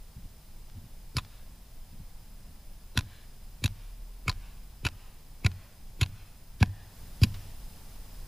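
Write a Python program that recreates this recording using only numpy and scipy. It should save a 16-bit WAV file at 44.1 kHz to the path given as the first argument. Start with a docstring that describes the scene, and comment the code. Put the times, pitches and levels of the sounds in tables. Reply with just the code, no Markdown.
"""On a frozen lake, boots step softly on snowy ice over faint wind and the thin hiss of the microphone.
Some way off, straight ahead, a long steel chisel strikes one blow; after two more steps comes a run of eight chops.
Each chop cracks crust, then hard ice: bursts of tiny snaps ring steel and ice, and a bending wave falls in pitch.
The shore and the forest return it as smeared echoes. A deep hum, a climbing sine, passes behind the early chops.
Near the end wind and hiss grow louder together; only the hiss is wide, all else is alike in both channels."""
import sys
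import numpy as np
from scipy import signal
from scipy.fft import rfft, irfft, next_fast_len
from scipy.io import wavfile
from scipy.ndimage import uniform_filter1d, map_coordinates

SR = 44100
rng = np.random.default_rng(int(sys.argv[2]) if len(sys.argv) > 2 else 0)


def pcm_store(signal):
    """Save signal as 16-bit PCM."""
    levels = np.round(np.clip(np.atleast_2d(signal), -1, 1) * 32767)
    wavfile.write(sys.argv[1], SR, levels.astype(np.int16).T)


N = 364707
TIME = np.arange(N) / SR  # seconds
LEAD_S = 0.05  # from the start of a fracture burst to its height
TOP_HZ = 15300  # band limit


def amp(db):
    """Decibels to gain."""
    return 10 ** (np.asarray(db) / 20)


def unit(x):
    """Scale to rms 1."""
    return x / np.sqrt(np.mean(x ** 2) + 1e-20)


def along(points, hz):
    """(Hz, value) points joined by straight lines on a log frequency axis."""
    f, value = np.transpose(points)
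    return np.interp(np.log(hz + 1), np.log(f + 1), value)


def wobble(rate):
    """A smooth random curve with rate knots a second."""
    knots = rng.standard_normal(int(N * rate / SR) + 4)
    return map_coordinates(knots, [TIME * rate])


def filtered(x, response):
    """x shaped by a response given as a function of frequency."""
    n = x.shape[-1]
    size = next_fast_len(2 * n)
    spectrum = rfft(x, size) * response(np.fft.rfftfreq(size, 1 / SR))
    return irfft(spectrum, size)[..., :n]


def causal(gain):
    """The minimum-phase response with this gain, which rings only after its cause."""
    cepstrum = irfft(np.log(np.maximum(gain, 1e-6)))
    half = len(cepstrum) // 2
    cepstrum[1:half] *= 2
    cepstrum[half + 1:] = 0
    return np.exp(rfft(cepstrum))


def resonances(modes, f):
    """Summed response of (Hz, width Hz, dB) resonances with alternating signs."""
    total = 0
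    for k, (centre, width, db) in enumerate(modes):
        damping = 1j * f * width
        total = total + (-1) ** k * amp(db) * damping / (centre * centre - f * f + damping)
    return total


def noise(spectrum):
    """Steady noise of rms 1 coloured by (Hz, dB) points."""
    return unit(filtered(rng.standard_normal(N), lambda f: amp(along(spectrum, f))))


def add(track, s, x):
    """Mix x into track from time s in seconds."""
    i = max(round(s * SR), 0)
    track[i:i + len(x)] += x[:N - i]


def fracture(rise, decay, colour, grain_db=5.0, lead_in_db=-28, lead_in=0.01, even_hz=900):
    """A brief swarm of tiny snaps in the given colour: rms 1 at its height, LEAD_S in; times in seconds."""
    size = SR // 5
    t, f = np.arange(size) / SR - LEAD_S, np.fft.rfftfreq(size, 1 / SR)
    swarm = np.exp(-np.abs(t) / np.where(t < 0, rise, decay))
    # a faint build-up leads into each burst
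    swarm += amp(lead_in_db) * np.exp(-np.abs(t) / lead_in) * (t < 0)
    grain = amp(grain_db * rng.standard_normal(size))
    snaps = rfft(swarm * rng.standard_normal(size) * grain)
    # the snaps share their energy evenly over broad bands, so the struck body sets the colour
    band_bins = max(int(even_hz / f[1]), 1)
    broad = np.sqrt(np.abs(uniform_filter1d(np.abs(snaps) ** 2, band_bins)))
    burst = irfft(snaps * causal(colour(f) * broad.mean() / broad))
    return burst * np.linalg.norm(swarm) / np.linalg.norm(burst)


# The chops, two bites each: through the crust, then into the hard ice. Each row: time in seconds,
# crack level in dB, decay in seconds, brightness in dB per octave, lower ring in Hz, upper ring in Hz, boom level in dB.
BITES = [(1.1681, -23, 0.0042, 2.5, 1320, 4770, -28), (1.1839, -28, 0.0068, -1, 1210, 3700, -23.5),
         (2.9751, -15.5, 0.0023, 1, 1580, 3630, -30.5), (2.990, -26, 0.003, 1, 1490, 3660, -18),
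         (3.6403, -23, 0.0042, 2.5, 2280, 3820, -29), (3.6591, -23.5, 0.0033, 1.5, 2840, 3730, -17),
         (4.2807, -20, 0.0035, -0.5, 1220, 2430, -31.5), (4.2952, -21.5, 0.0033, 0.5, 1260, 4250, -21),
         (4.851, -25, 0.0056, .5, 2720, 4800, -31.5), (4.866, -21.5, 0.0045, -0.5, 1480, 2830, -22),
         (5.447, -26, 0.0034, 0, 2180, 2540, -50), (5.4636, -18, 0.0022, -1, 2140, 4000, -13),
         (6.0127, -21.5, 0.0045, 1, 2300, 3300, -36), (6.031, -23.5, 0.0037, 0.5, 2800, 4260, -15),
         (6.606, -43, .02, 2.5, 3400, 4330, -48), (6.628, -14, 0.0016, -2, 826, 1670, -10),
         (7.219, -39.5, 0.016, 2.5, 3230, 5000, -44), (7.235, -19, 0.005, 2.5, 2950, 4820, -9)]
# Ringing of blade and ice. Each row: resonance in Hz, width in Hz, middle level in dB.
BLADE = [(731, 47, -1.5), (1021, 66, 4.5), (1433, 69, -2), (2220, 130, 1.5), (2575, 335, 3.5),
         (3880, 420, -1), (4730, 750, -4.5), (5750, 330, -5.5), (6840, 360, -6.5), (8080, 320, -22),
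         (9400, 170, -16), (11080, 120, -5.5), (13100, 91, -9)]
# Colour of shattering ice. Each row: frequency in Hz, relative level in dB per Hz.
SHATTER = [(150, -72), (350, -27), (580, -5), (900, -9.5), (1600, -0.5), (1950, -1.5), (2450, -11),
           (3200, -5), (4100, -15), (6200, -17.5), (8500, -23.5), (10500, -14), (13000, -27), (15500, -47)]
RISE_SHARE = 0.19  # a crack's rise over its decay
# crumbling round each crack: level relative to it, build-up and decay
GRIT_DB, GRIT_RISE_S, GRIT_DECAY_S = -21.5, 0.0048, 0.0053


def cracks(lift_db, ring_db, ring_octaves=0.13, scatter_db=2.5):
    """Each bite rings steel and ice amid crumbling grit; two rings per bite stand out by lift_db."""
    out = np.zeros(N)
    for s, db, decay, bright, lower_hz, upper_hz, _ in BITES:
        modes = [(hz, width, level + scatter_db * rng.standard_normal()) for hz, width, level in BLADE]

        def colour(f):
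            def octaves(hz):
                return np.log2(np.maximum(f, 400) / hz)

            rings = sum(np.exp(-(octaves(hz) / ring_octaves) ** 2 / 2) for hz in (lower_hz, upper_hz))
            ringing = amp(ring_db) * np.abs(resonances(modes, f))
            body = np.hypot(amp(along(SHATTER, f)), ringing)
            return body * amp(bright * octaves(upper_hz) + lift_db * rings)

        crack = fracture(RISE_SHARE * decay, decay, colour)
        grit = fracture(GRIT_RISE_S, GRIT_DECAY_S, colour)
        add(out, s - LEAD_S, amp(db) * crack)
        add(out, s - LEAD_S, amp(db + GRIT_DB) * grit)
    return out


# the wave in the ice sets in this long before the crack, and crests this long after setting in
BOOM_AHEAD_S, BOOM_CREST_S = 0.01882, 0.015


def booms(extra_hz=500, coupled_hz=89, glide=0.00335, rise=0.0085, fade=0.01):
    """A bending wave runs ahead, highs first, so its pitch falls to the note that keeps pace with sound in air."""
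    out, t = np.zeros(N), np.arange(SR // 10) / SR
    # the pitch starts extra_hz above the coupled note
    cycles = coupled_hz * t + extra_hz * glide * (1 - np.exp(-t / glide))
    swelling = np.exp(-((t - BOOM_CREST_S) / np.where(t < BOOM_CREST_S, rise, fade)) ** 2)
    onset = 1 - np.exp(-t / 0.00024)
    wave = -swelling * onset * np.cos(2 * np.pi * cycles)
    for s, *_, boom_db in BITES:
        add(out, s - BOOM_AHEAD_S, amp(boom_db) * wave)
    return out


# Dull knocks as the blade is stopped, one a chop. Each row: time in seconds, strength in dB, pitch in Hz.
KNOCKS = [(1.1692, -15.5, 130), (2.976, -20.5, 224), (3.645, -14.5, 217), (4.283, -38, 170),
          (4.856, -22, 285), (5.465, -25, 197), (6.016, -18.5, 238), (6.6282, -7.5, 204), (7.24, -10, 204)]
# Colour of the low crunch. Each row: frequency in Hz, relative level in dB per Hz.
THUD = [(60, -24), (150, 11), (260, 1.5), (450, -3), (700, -22), (1500, -65), (4000, -79)]
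CRUNCH_DB = -35  # the same with every knock


def knocks(t60=0.033, attack=0.0043, crunch_rise=0.0034, crunch_decay=0.0096):
    """The stopped blade thumps the ice round the hole for a few cycles and crushes it with a low crunch."""
    out, t = np.zeros(N), np.arange(SR // 10) / SR
    for s, db, hz in KNOCKS:
        envelope = amp(db - 60 * t / t60) * (1 - np.exp(-t / attack))
        crunch = fracture(crunch_rise, crunch_decay, lambda f: amp(along(THUD, f)))
        add(out, s, -envelope * np.sin(2 * np.pi * hz * t))
        add(out, s - LEAD_S, amp(CRUNCH_DB) * crunch)
    return out


CHIRP_DB = -27  # relative to the first crack of the chop


def chirps(ahead=0.0205, start_hz=560, glide=0.0055, fade=0.0095):
    """The first touch of each chop sends a faint falling chirp through the sheet, just ahead of the boom."""
    out, t = np.zeros(N), np.arange(SR // 20) / SR
    cycles = start_hz * glide * (1 - np.exp(-t / glide))
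    chirp = np.sin(2 * np.pi * cycles) * np.exp(-(t / fade) ** 2)
    for s, db, *_ in BITES[::2]:
        add(out, s - ahead, amp(db + CHIRP_DB) * chirp)
    return out


# Chips ticking on the crust. Each row: time in seconds, level in dB, decay in seconds.
CHIPS = [(0.699, -51, 0.0015), (1.249, -48.5, .003), (3.0094, -33.5, .0006), (3.679, -35.5, .0009),
         (4.316, -37.5, .0012), (4.3272, -43, .0009), (4.888, -33.5, 0.00063), (5.517, -44, .001),
         (6.062, -39.5, 0.0012), (6.66, -45, .0008), (7.343, -46.5, 0.014)]
# Colour of a chip. Each row: frequency in Hz, relative level in dB per Hz.
CHIP = [(300, -0.5), (1200, -0.5), (2500, -0.5), (4200, 1.5), (7000, -10.5), (10000, -17), (15000, -25)]


def chips(rise=0.0006):
    """Splinters tick on the crust as tiny fractures, mostly just after a chop."""
    out = np.zeros(N)
    for s, db, decay in CHIPS:
        tick = fracture(rise, decay, lambda f: amp(along(CHIP, f)))
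        add(out, s - LEAD_S, amp(db) * tick)
    return out


def smear(x, spectrum, delay, spread):
    """Echo of x over random paths bunched round a delay in seconds, redrawn for every half second of x."""
    out, t = np.zeros(N), np.arange(1, SR // 2) / SR
    arrivals = np.exp(-(np.log(t / delay) / spread) ** 2 / 2)
    for i in range(0, N, SR // 2):
        part = x[i:i + SR // 2]
        paths = filtered(rng.standard_normal(len(t)), lambda f: amp(along(spectrum, f)))
        echo = signal.fftconvolve(part, arrivals * paths)
        # the echo carries the energy of its part
        add(out, i / SR, echo * np.linalg.norm(part) / (np.linalg.norm(echo) + 1e-12))
    return out


# What the shoreline sends back through the sheet. Each row: frequency in Hz, relative level in dB.
SHORE = [(35, -25), (70, -24), (97, -3.5), (122, -18), (170, -11), (300, -9), (700, -40)]


def shore(boom, near_db=-15, far_db=-28):
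    """The boom comes back from the uneven shoreline as a drawn-out note, then as a faint rumble."""
    note = smear(boom, SHORE, delay=0.042, spread=0.62)
    rumble = smear(boom, SHORE, delay=0.1, spread=1.0)
    return amp(near_db) * note + amp(far_db) * rumble


# What the trees and the snow send back. Each row: frequency in Hz, relative level in dB.
FOREST = [(200, -13), (800, 5), (1700, 0), (2450, 1), (3200, 1), (4200, 2), (10000, 0)]


def forest(crack, trees_db=-25, snow_db=-30):
    """The snow field scatters a little of each chop early; the trunks return a soft, late smear."""
    snow = smear(crack, FOREST, delay=0.031, spread=0.84)
    trees = smear(crack, FOREST, delay=0.16, spread=0.41)
    return amp(snow_db) * snow + amp(trees_db) * trees


# Boots on the snow-covered ice. Each row: heel time in seconds, heel level in dB, sole level in dB.
STEPS = [(0.179, -44.5, -45.5), (.775, -40.5, -48), (1.94, -46.5, -44), (2.491, -51.5, -56)]
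# Colour of a tread. Each row: frequency in Hz, relative level in dB per Hz.
TREAD = [(40, 3.5), (100, 8.5), (220, 1), (330, -15), (600, -59), (3000, -33), (9000, -47)]
ROLL_S, PRESS_S = 0.07, 0.016  # from heel to sole; spread of each press


def steps():
    """Boots press the snow, heel then sole, as bell-shaped swells of soft low noise."""
    def press(s):
        return np.exp(-((TIME - s) / PRESS_S) ** 2 / 2)

    weight = np.zeros(N)
    for s, heel_db, sole_db in STEPS:
        weight += amp(heel_db) * press(s) + amp(sole_db) * press(s + ROLL_S)
    return weight * noise(TREAD)


SWELL_S, SWELL_RISE_S = 6.79, 0.21  # when wind and hiss start to grow louder, and how long it takes


def swell():
    """The shared rise of wind and hiss: 0 at rest, 1 once they have grown louder."""
    return np.clip((TIME - SWELL_S) / SWELL_RISE_S, 0, 1)


# Colour of the wind. Each row: frequency in Hz, relative level in dB per Hz.
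RUMBLE = [(10, -2), (22, 8), (42, -0.5), (65, -8), (105, -13.5), (160, -15.5), (240, -23), (340, -38),
          (600, -50.5)]
WIND_DB, WIND_SWELL_DB = -46.5, 3  # level at rest; what the shared rise adds


def wind(gust_db=1.24):
    """Light wind rumbles at the microphone in small gusts, and grows louder together with the hiss near the end."""
    level_db = WIND_DB + WIND_SWELL_DB * swell() + gust_db * wobble(7.8)
    return amp(level_db) * noise(RUMBLE)


DRONE_S, DRONE_LENGTH_S, DRONE_DB = 4.2, 0.59, -44  # its middle, half its length, rms level in the middle
DRONE_HZ, DRONE_RISE_HZ_PER_S = 37.8, 5  # pitch in the middle, and the climb


def drone():
    """A deep hum, perhaps a far engine, comes up for about a second as a slowly climbing sine."""
    t = TIME - DRONE_S
    level = amp(DRONE_DB) * np.exp(-(t / DRONE_LENGTH_S) ** 4)
    cycles = np.cumsum(DRONE_HZ + DRONE_RISE_HZ_PER_S * t) / SR
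    return level * np.sqrt(2) * np.sin(2 * np.pi * cycles)


# Colour of the hiss. Each row: frequency in Hz, relative level in dB per Hz.
HISS = [(100, 17.5), (350, 7), (850, 7), (1300, 1), (2200, 0), (4500, 0), (7000, -2), (14000, -1),
        (15300, -5.5)]
# Thin tones in the hiss. Each row: frequency in Hz, width in Hz, relative level in dB.
WHINE = [(5040, 124, -4), (10130, 110, -4), (13670, 60, -13), (15310, 230, 0.5)]
# How alike left and right are. Each row: frequency in Hz, likeness where 1 is identical.
ALIKE = [(100, 1), (700, 0.93), (2000, 0.71), (6000, 0.43), (15000, 0.47)]
AIR_DB, AIR_SWELL_DB = -58.5, 4.5  # level at rest; what the shared rise adds


def hiss(whine_db=-9, line_db=-19):
    """Far air and the microphone's own hiss, wide in the highs, with a thin whine; louder near the end."""
    def turn(f):
        return np.arccos(np.clip(along(ALIKE, f), -1, 1)) / 2

    mid = filtered(noise(HISS), lambda f: np.cos(turn(f)))
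    side = filtered(noise(HISS), lambda f: np.sin(turn(f)))
    whine = unit(filtered(rng.standard_normal(N), lambda f: resonances(WHINE, f)))
    # the lowest whine has an even core whose pitch jitters quickly
    core_hz = WHINE[0][0] + 32 * wobble(200)
    core = unit(np.sin(2 * np.pi * np.cumsum(core_hz) / SR))
    wide = np.array([mid + side, mid - side])
    return amp(AIR_DB + AIR_SWELL_DB * swell()) * (wide + amp(whine_db) * whine + amp(line_db) * core)


def scene():
    """The chopping lies straight ahead; what spreads to the trees rings less than what comes direct."""
    direct = cracks(lift_db=8, ring_db=2.5)
    spreading = cracks(lift_db=3.5, ring_db=-6.5)
    boom = booms()
    through_air = direct + forest(spreading) + chips()
    through_ice = chirps() + boom + shore(boom) + knocks()
    return through_air + through_ice + steps() + wind() + drone() + hiss()


def record(dry):
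    """Nothing is kept above the band limit."""
    return filtered(dry, lambda f: f < TOP_HZ)


dry = scene()
out = record(dry)
pcm_store(out)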